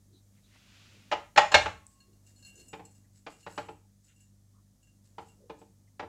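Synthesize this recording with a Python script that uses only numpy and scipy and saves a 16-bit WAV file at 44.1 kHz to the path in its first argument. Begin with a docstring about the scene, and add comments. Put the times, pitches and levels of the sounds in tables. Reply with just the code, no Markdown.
"""A hand knocks the rim of a mesh strainer over a ceramic dish in a small hard kitchen, heard at one microphone.
Each knock rings strainer, counter and dish as decaying modes, and shaped noise is the rattling mesh.
Fried crumbs rain on the dish: soft random strikes make it tinkle, grainy noise is crumbs tumbling on crumbs.
A sleeve swishes, faint squeaks and brief rumble swells pass, a motor hums over low rumble and thin hiss.
Its shaft turns a little slower than the mains, so their tones beat."""
import sys
import numpy as np
from scipy import signal
from scipy.fft import rfft, irfft, next_fast_len
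from scipy.io import wavfile
from scipy.ndimage import uniform_filter1d, map_coordinates

SR = 44100
rng = np.random.default_rng(int(sys.argv[2]) if len(sys.argv) > 2 else 0)


def waveform_to_disk(signal):
    """Save audio, clipped to [-1, 1], as 16-bit WAV at the path in sys.argv[1]."""
    frames = np.transpose(np.atleast_2d(signal))
    scaled = np.clip(frames, -1, 1) * 32767
    samples = np.round(scaled).astype(np.int16)
    wavfile.write(sys.argv[1], SR, samples)


def elevation(decibels):
    """Turn decibel levels (scalar or array-like) into linear amplitude ratios."""
    levels = np.asarray(decibels, float)
    return 10 ** (levels / 20)


N = 268480


def unit(x):
    """Scaled to rms 1."""
    return x / np.sqrt(np.mean(x ** 2) + 1e-20)


def along(points, hz):
    """Values at hz, read from (Hz, value) points on a log frequency axis."""
    point_hz, value = np.transpose(points)
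    return np.interp(np.log(hz + 1), np.log(point_hz + 1), value)


def curves(rows):
    """One value per sample for each column after the time."""
    s, *columns = np.transpose(rows)
    return [np.interp(np.arange(N) / SR, s, column) for column in columns]


def wobble(rate):
    """A smooth random curve, rate knots a second."""
    knots = rng.standard_normal(int(N * rate / SR) + 4)
    return map_coordinates(knots, [np.arange(N) * rate / SR])


def coloured(x, spectrum):
    """x filtered by a (Hz, dB) spectrum, rms 1."""
    size = next_fast_len(len(x) + 8192)
    gain = elevation(along(spectrum, np.fft.rfftfreq(size, 1 / SR)))
    return unit(irfft(rfft(x, size) * gain, size)[:len(x)])


def ring(modes, t, boost, scatter_db, chatter_s=0., blur=0.):
    """Decaying modes at random strengths; chatter sustains them for a while, blur makes their phases drift."""
    hz, db, t60 = np.transpose(modes)[:, :, None]
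    db = db + along(boost, hz) + scatter_db * rng.standard_normal(hz.shape)
    drift = blur * np.cumsum(rng.standard_normal((len(hz), len(t))), axis=1) / np.sqrt(SR)
    drift = uniform_filter1d(drift, size=90, axis=1)
    envelope = elevation(db - 60 * np.maximum(t - chatter_s, 0) / t60)
    start_phase = rng.uniform(0, 2 * np.pi, hz.shape)
    return np.sum(envelope * np.sin(2 * np.pi * hz * t + drift + start_phase), axis=0)


# how long the room rings at each frequency: (pitch_hz, t60_s)
ROOM_DECAY = [(100, 0.56), (500, 0.28), (2000, 0.33), (5000, .3), (12000, 0.52)]


def kitchen(x, build_s):
    """A fresh tail of energy 1: reflections build up, then each frequency dies at its own speed."""
    hz, t, noise = signal.stft(rng.standard_normal(SR // 2), SR, nperseg=256)
    decay = elevation(-60 * t / along(ROOM_DECAY, hz)[:, None])
    tail = signal.istft(noise * decay, SR, nperseg=256)[1]
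    tail = tail * (1 - np.exp(-np.arange(len(tail)) / SR / build_s))
    return signal.fftconvolve(x, tail / np.linalg.norm(tail))[:len(x)]


# harmonics of the motor shaft, then of the mains: (multiple, level_db)
SHAFT_TONES = [(1, -73), (2, -73), (3, -78.5), (4, -73), (5, -83)]
MAINS_TONES = [(2, -65.5), (4, -79), (6, -85.5)]
SHAFT_HZ, MAINS_HZ = 49.35, 50.05
CANCEL_S = 0.535  # a moment when shaft and mains tones oppose


def motor_hum():
    """Shaft and mains harmonics lie close in pitch, so they beat; each tone wavers slightly."""
    t = np.arange(N) / SR - CANCEL_S

    def tone(hz, db):
        level = np.sqrt(2) * elevation(db + 0.57 * wobble(4.1))
        return level * np.sin(2 * np.pi * hz * t + 0.19 * wobble(3))

    mains = sum(tone(multiple * MAINS_HZ, db) for multiple, db in MAINS_TONES)
    shaft = sum(tone(multiple * SHAFT_HZ, db) for multiple, db in SHAFT_TONES)
    return mains - shaft + tone(107, -81.5)  # one more faint tone


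# background noise over time: (start_s, rumble_db, hiss_db)
FLOOR_LEVELS = [(0, -70.5, -74), (1.1, -65.5, -72), (1.9, -72.5, -73.5), (2.7, -64, -74), (3.3, -73.5, -76),
                (4.8, -72, -76), (5.3, -68, -74.5), (6.09, -72, -76)]
# colours of the low rumble and of the thin hiss: (pitch_hz, level_db)
RUMBLE_COLOUR = [(12, -40), (20, -11.5), (107, -7.5), (126, -4.5), (151, -13), (206, -7.5), (424, -22.5),
                 (586, -21.5), (653, -23.5), (1500, -36.5), (1950, -64), (3300, -120)]
HISS_COLOUR = [(710, -36.5), (1200, -6.5), (1420, -11), (1470, -10), (1750, -6), (2740, -12), (2980, -9.5),
               (5140, -4), (6370, 0), (15500, -11)]


def rumble_and_hiss():
    """Two coloured noises with slowly moving levels; the rumble is restless."""
    rumble_db, hiss_db = curves(FLOOR_LEVELS)
    rumble = elevation(rumble_db + 0.6 * wobble(4)) * coloured(rng.standard_normal(N), RUMBLE_COLOUR)
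    return rumble + elevation(hiss_db) * coloured(rng.standard_normal(N), HISS_COLOUR)


# faint squeaks and brief swells of the low rumble: (start_s, length_s, pitch_hz, width_hz, level_db)
SQUEAKS_AND_SWELLS = [(0.108, 0.12, 3960, 300, -70), (0.359, 0.056, 2080, 400, -74),
                      (0.417, 0.075, 3920, 300, -72), (0.491, 0.12, 1970, 400, -70.5),
                      (0.548, 0.024, 860, 1500, -67.5), (4.513, 0.13, 1153, 300, -76),
                      (5.358, 0.17, 476, 200, -64), (5.861, .04, 2070, 503, -78.5),
                      (2.298, 0.015, 1860, 300, -75.5), (3.033, 0.038, 1870, 400, -78),
                      (0.066, 0.14, 343, 148, -65.5), (0.864, 0.16, 460, 302, -70),
                      (2.039, 0.17, 362, 200, -68), (2.517, 0.16, 367, 300, -65),
                      (4.061, 0.096, 2570, 3014, -71.5)]


def squeaks_and_swells():
    """Short bands of noise that swell and fade."""
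    out = np.zeros(N)
    for s, length_s, hz, width_hz, db in SQUEAKS_AND_SWELLS:
        size = round(length_s * SR)
        band = [(hz / 2, -60), (hz - width_hz / 2, -6), (hz, 0), (hz + width_hz / 2, -6), (hz * 2, -60)]
        noise = coloured(rng.standard_normal(size), band)
        out[round(s * SR):][:size] += elevation(db) * np.hanning(size) * noise
    return out


# sleeve brushing as the strainer swings over: (start_s, level_db)
SLEEVE_LEVEL = [(0.3, -102), (0.366, -76.5), (0.414, -83), (0.54, -67.5), (0.852, -60.5), (1.1, -66)]
# colour of the brushing cloth: (pitch_hz, level_db)
CLOTH_COLOUR = [(350, -29), (600, -7), (791, -2), (1460, 6), (1720, 4), (2670, 10), (7180, -1),
                (12000, -39), (15600, -68.5), (22000, -120)]


def sleeve():
    """The sleeve's swish: cloth-coloured noise of uneven level, over by the second contact on the rim."""
    t = np.arange(N) / SR
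    on = (t > SLEEVE_LEVEL[0][0]) & (t < RIM_KNOCKS[1][0])
    level = elevation(curves(SLEEVE_LEVEL)[0] + wobble(9.3))
    return on * level * coloured(rng.standard_normal(N), CLOTH_COLOUR)


# knocks on the rim, lead-in touches and bounces included; thud and dish are relative to the knock:
# (start_s, level_db, tilt_db per octave roughly, counter_thud_db, dish_ring_db)
RIM_KNOCKS = [(1.1136, -22, 1, -24, -37), (1.122, -17.5, -4.5, -27.5, -41), (1.36, -23, 1.5, -18, -15),
              (1.3741, -4.5, 0.9, -37.5, -42), (1.517, -21.5, 0.5, -25, -6),
              (1.541, -3.5, 2.55, -30.5, -20.5), (1.656, -22, -2, -20, -48.5), (2.73, -32, -3, -13, -42.5),
              (2.793, -41.5, -6, -10.5, -34.5), (3.264, -34, -0.5, -14.5, -40),
              (3.463, -32.5, -4, -13.5, -35), (3.576, -25.5, -2.5, -16.5, -34.5),
              (3.684, -37.5, -5, -9, -38.5), (5.181, -34, -5.5, -13.5, -34.5), (5.496, -36, -4.5, -10, -45),
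              (5.612, -48.5, -6.5, -7, -35), (5.994, -29.5, -2.5, -16, -35), (6.024, -33.5, -9, -12.5, -38)]
# modes of the strainer, damped by the hand and the food: (pitch_hz, level_db, t60_s)
STRAINER_MODES = [(589, 0, .095), (790, -1, .1), (855, 3, .085), (1015, -14, .05), (1218, -11, .06),
                  (1355, -8, .05), (1626, -9, .05), (1705, -8, .045), (1900, -11, .045), (2195, -10, .05),
                  (2420, -9, .045), (2648, -11, .045), (2890, -10, .045), (3090, -16, .045),
                  (3665, -16, .04), (3985, -16, .045), (4600, -17, .035), (4957, -20, .04),
                  (5450, -23, .035), (6340, -27, .04), (6977, -22, .06), (7340, -31, .04)]
# modes of the counter under the dish: (pitch_hz, level_db, t60_s)
COUNTER_MODES = [(42, -20, .6), (80, -6, .5), (98, -9, .4), (175, -7, .16), (298, -8, .16), (348, -6, .12),
                 (450, 1, .16)]
# modes of the ceramic dish, which the crumbs strike too: (pitch_hz, level_db, t60_s)
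DISH_MODES = [(1093, -22, .96), (1630, -13, .13), (2200, -18, .13), (2770, -3, .17), (2885, -5, .12),
              (3920, -14, .12), (4280, 1, .13), (5220, -12, .13), (6150, -10, .11), (6860, -7, .09),
              (7020, -4, .1), (7460, -10, .1), (7750, -3, .08), (7860, -3, .11), (8800, -9, .1),
              (9750, -20, .08), (10600, -17, .08), (11000, -22, .06), (11700, -21, .07), (12400, -19, .07),
              (13000, -19, .07), (13600, -24, .06)]
CHATTER_S = 0.012  # how long a contact lasts


def knocks():
    """Each blow chatters for some ms, rings strainer, counter and dish, rattles the mesh and fills the kitchen."""
    out, t = np.zeros(N + SR), np.arange(SR * 2 // 3) / SR
    for s, db, tilt_db, thud_db, dish_db in RIM_KNOCKS:
        # the deep boom grows faster than the thud
        boom_db = thud_db - 12 + 1.1 * (db + thud_db + 46)
        # a clack near 1.6 kHz, stronger in bright knocks
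        clack_db = 0.9 + 1.6 * tilt_db + 1.5 * rng.standard_normal()

        mesh = [(150, -42), (350, -16), (600, -6), (900, -1), (1600, tilt_db + clack_db),
                (3000, -6 + 2 * tilt_db), (7000, -21.5 + 3 * tilt_db), (9000, -38 + 3 * tilt_db),
                (12000, -52 + 3 * tilt_db), (16000, -72.5)]
        rattle = elevation(4.5 - 60 * np.maximum(t - CHATTER_S / 2, 0) / 0.068)
        rattle *= coloured(rng.standard_normal(len(t)), mesh)
        rattle *= np.clip(0.4 + 1.8 * t / CHATTER_S, 0, 1)  # the wires take a moment to join in

        rim_boost = [(590, 0.4 * tilt_db), (850, 1), (1000, 0), (1600, 0.7 * tilt_db + clack_db),
                     (2500, 1.3 * tilt_db), (8000, 3 * tilt_db)]
        body = ring(STRAINER_MODES, t, rim_boost, scatter_db=1.35, chatter_s=CHATTER_S, blur=14)
        counter_boost = [(98, boom_db), (170, thud_db), (320, thud_db + 2.5), (450, thud_db)]
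        body += elevation(17) * ring(COUNTER_MODES, t, counter_boost, scatter_db=0.83, blur=8)
        body *= np.clip(0.35 + 0.8 * t / CHATTER_S, 0, 1)  # strainer and counter swell during the contact

        dish_boost = [(1100, -1), (1700, 2), (6000, 3.5), (8000, -11.5), (13000, -13.5)]
        dish = elevation(dish_db + 6) * ring(DISH_MODES, t, dish_boost, scatter_db=3.5, blur=5.4)

        onset = (1 - np.exp(-t / 0.0008)) ** 2
        blow = (body + rattle + dish) * onset
        in_room = blow + elevation(-5) * kitchen(blow, build_s=0.002)
        out[round(s * SR):][:len(t)] += elevation(db - 13) * in_room
    return out[:N]


# one dry snap: (start_s, level_db, pitch_hz, t60_s)
DRY_SNAP = [(1.867, -33, 7900, .0035)]


def snap():
    """A sine with a very sharp onset that dies within milliseconds."""
    out, t = np.zeros(N), np.arange(SR // 5) / SR
    for s, db, hz, t60 in DRY_SNAP:
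        envelope = (1 - np.exp(-t / 0.000087)) * elevation(db - 60 * t / t60)
        out[round(s * SR):][:len(t)] += envelope * np.sin(2 * np.pi * hz * t)
    return out


def tilted(db, tilt_db, hz):
    """Level at hz of a strike given at 2.8 kHz; the tilt acts up to 7.5 kHz."""
    return db + tilt_db * np.log2(np.clip(hz, 2800, 7500) / 2800)


# showers of small crumbs shaken loose; the levels are relative:
# (densest_s, ringing_db, tilt_db per octave, rustle_db)
CRUMB_SHOWERS = [(1.92, -85.5, 7, -81), (2.28, -86.5, 11.5, -75), (2.38, -79, 11, -88),
                 (2.47, -60.5, 3.8, -74.5), (2.599, -70, 9, -70.5), (2.69, -75.5, 9.5, -86),
                 (2.86, -90, 9, -83), (2.96, -92.5, 15.5, -80.5), (3.16, -88.5, 15.5, -77.5),
                 (3.31, -88, 15.5, -72.5), (3.41, -83, 5, -73.5), (3.512, -65.5, 7, -68),
                 (3.59, -64, 2.5, -72.5), (3.7, -88, 12, -87), (4.06, -92, 15, -78.5), (4.21, -93, 15, -81),
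                 (4.84, -92, 9, -88.5), (5.06, -93, 12.5, -79.5), (5.2, -95.5, 9, -77),
                 (5.28, -92, 16.5, -80.5), (5.6, -94, 17, -81)]
# colour of crumbs tumbling on crumbs: (pitch_hz, level_db)
RUSTLE_COLOUR = [(880, -52), (1500, -7.5), (3060, -13), (5300, -1), (5780, -7), (7210, 0), (15000, -25.5)]
GATHER_DB_PER_S, THIN_DB_PER_S = 437, 195  # a shower swells fast and thins out slower


def showers():
    """Random tiny strikes drive one resonator per dish mode; grainy noise is the rustle."""
    s, ring_db, tilt_db, rustle_db = np.transpose(CRUMB_SHOWERS)
    after = np.arange(N) / SR - s[:, None]
    density = elevation(np.where(after < 0, GATHER_DB_PER_S * after, -THIN_DB_PER_S * after))

    struck = rng.random(N) < 400 / SR  # about 400 hits a second
    hits = unit(struck * elevation(1.55 * rng.exponential(size=N)))
    boost = [(3000, 5.5), (4300, -10), (6000, -7), (7500, -2), (11000, 0)]
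    ringing = np.zeros(N)
    for hz, db, t60 in DISH_MODES[1:]:  # crumbs are too light to move the lowest mode
        level = elevation(tilted(ring_db, tilt_db, hz) + along(boost, hz)) @ density
        r = elevation(-60 / (t60 * SR))  # decay per sample
        turn = 2 * np.pi * hz / SR
        strikes = hits * rng.standard_normal(N) * elevation(db) * level * np.sqrt(2 - 2 * r * r)
        ringing += signal.lfilter([np.sin(turn)], [1, -2 * r * np.cos(turn), r * r], strikes)

    grains = rng.standard_normal(N) * (0.3 + 4.4 * (rng.random(N) < 0.02))
    rustle = elevation(rustle_db + 7) @ density * coloured(grains, RUSTLE_COLOUR)
    return elevation(-5.5) * ringing + rustle


# the loudest single crumbs on the glaze; levels are relative, extra is for the modes near 4.3 kHz:
# (start_s, level_db, tilt_db per octave, extra_db)
SINGLE_CRUMBS = [(2.0028, -58.5, -3.5, 1), (2.1303, -69.5, -1, -4), (2.265, -65, 5, -16),
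                 (2.3607, -72, 6.5, 5.5), (2.3906, -62, -1.5, -9), (2.4253, -56, -0.5, 1),
                 (2.4485, -56, 2.5, 7), (2.49, -79, -.7, -5), (2.555, -60.5, 5, -18.5),
                 (2.5757, -57, -0.2, -4.5), (2.5994, -62, 6, 3.5), (2.682, -75, 19, -3),
                 (2.851, -65.5, 11, -5), (2.9086, -80.5, 15, -12), (2.9494, -71.5, 9, -17),
                 (3.319, -57, 0, -13), (3.404, -65, 0.8, -6.5), (3.429, -59, -1, -6),
                 (4.0442, -75.5, 10, -15.5), (4.0813, -64.5, -2, -12), (4.161, -67, 2, -18),
                 (4.204, -62, 2.5, -19), (4.828, -64.5, -1, -16.5), (4.8716, -63.5, -3, -22),
                 (5.2852, -61, 0.5, -16), (5.5874, -83, 14, -8)]


def single_crumbs():
    """Crumbs strike the dish at random spots, so each one excites every mode differently."""
    out, t = np.zeros(N + SR), np.arange(SR // 5) / SR
    soft = 1 - np.exp(-t / 0.0008)  # a crumb is a soft striker
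    for s, db, tilt_db, extra_db in SINGLE_CRUMBS:
        lifts = [(2800, 0), (4300, extra_db), (5700, 3.5), (7500, 0)]  # favours modes near 5.7 kHz
        boost = [(hz, tilted(db, tilt_db, hz) + lift_db) for hz, lift_db in lifts]
        strike = soft * ring(DISH_MODES[1:], t, boost, scatter_db=2.5, blur=8)
        out[round(s * SR):][:len(t)] += elevation(-4) * strike
    return out[:N]


def crumbs():
    """The single crumbs, the showers and the snap, with the kitchen's tail around them."""
    direct = single_crumbs() + showers() + snap()
    return direct + elevation(-7) * kitchen(direct, build_s=0.003)


def scene():
    """Everything at one microphone."""
    strainer_and_dish = knocks() + crumbs()
    sleeve_and_small_noises = sleeve() + squeaks_and_swells()
    background = motor_hum() + rumble_and_hiss()
    return (strainer_and_dish + sleeve_and_small_noises + background)[None]


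def low_pass(x):
    """Removes everything above the highest recorded frequency."""
    return signal.sosfilt(signal.butter(12, 15640, fs=SR, output="sos"), x)


def record(dry):
    """The microphone's input stage rounds off the highest peaks."""
    rounded = dry / (1 + np.abs(dry / 0.85) ** 4) ** (1 / 4)
    return low_pass(rounded)


dry = scene()
out = record(dry)
waveform_to_disk(out)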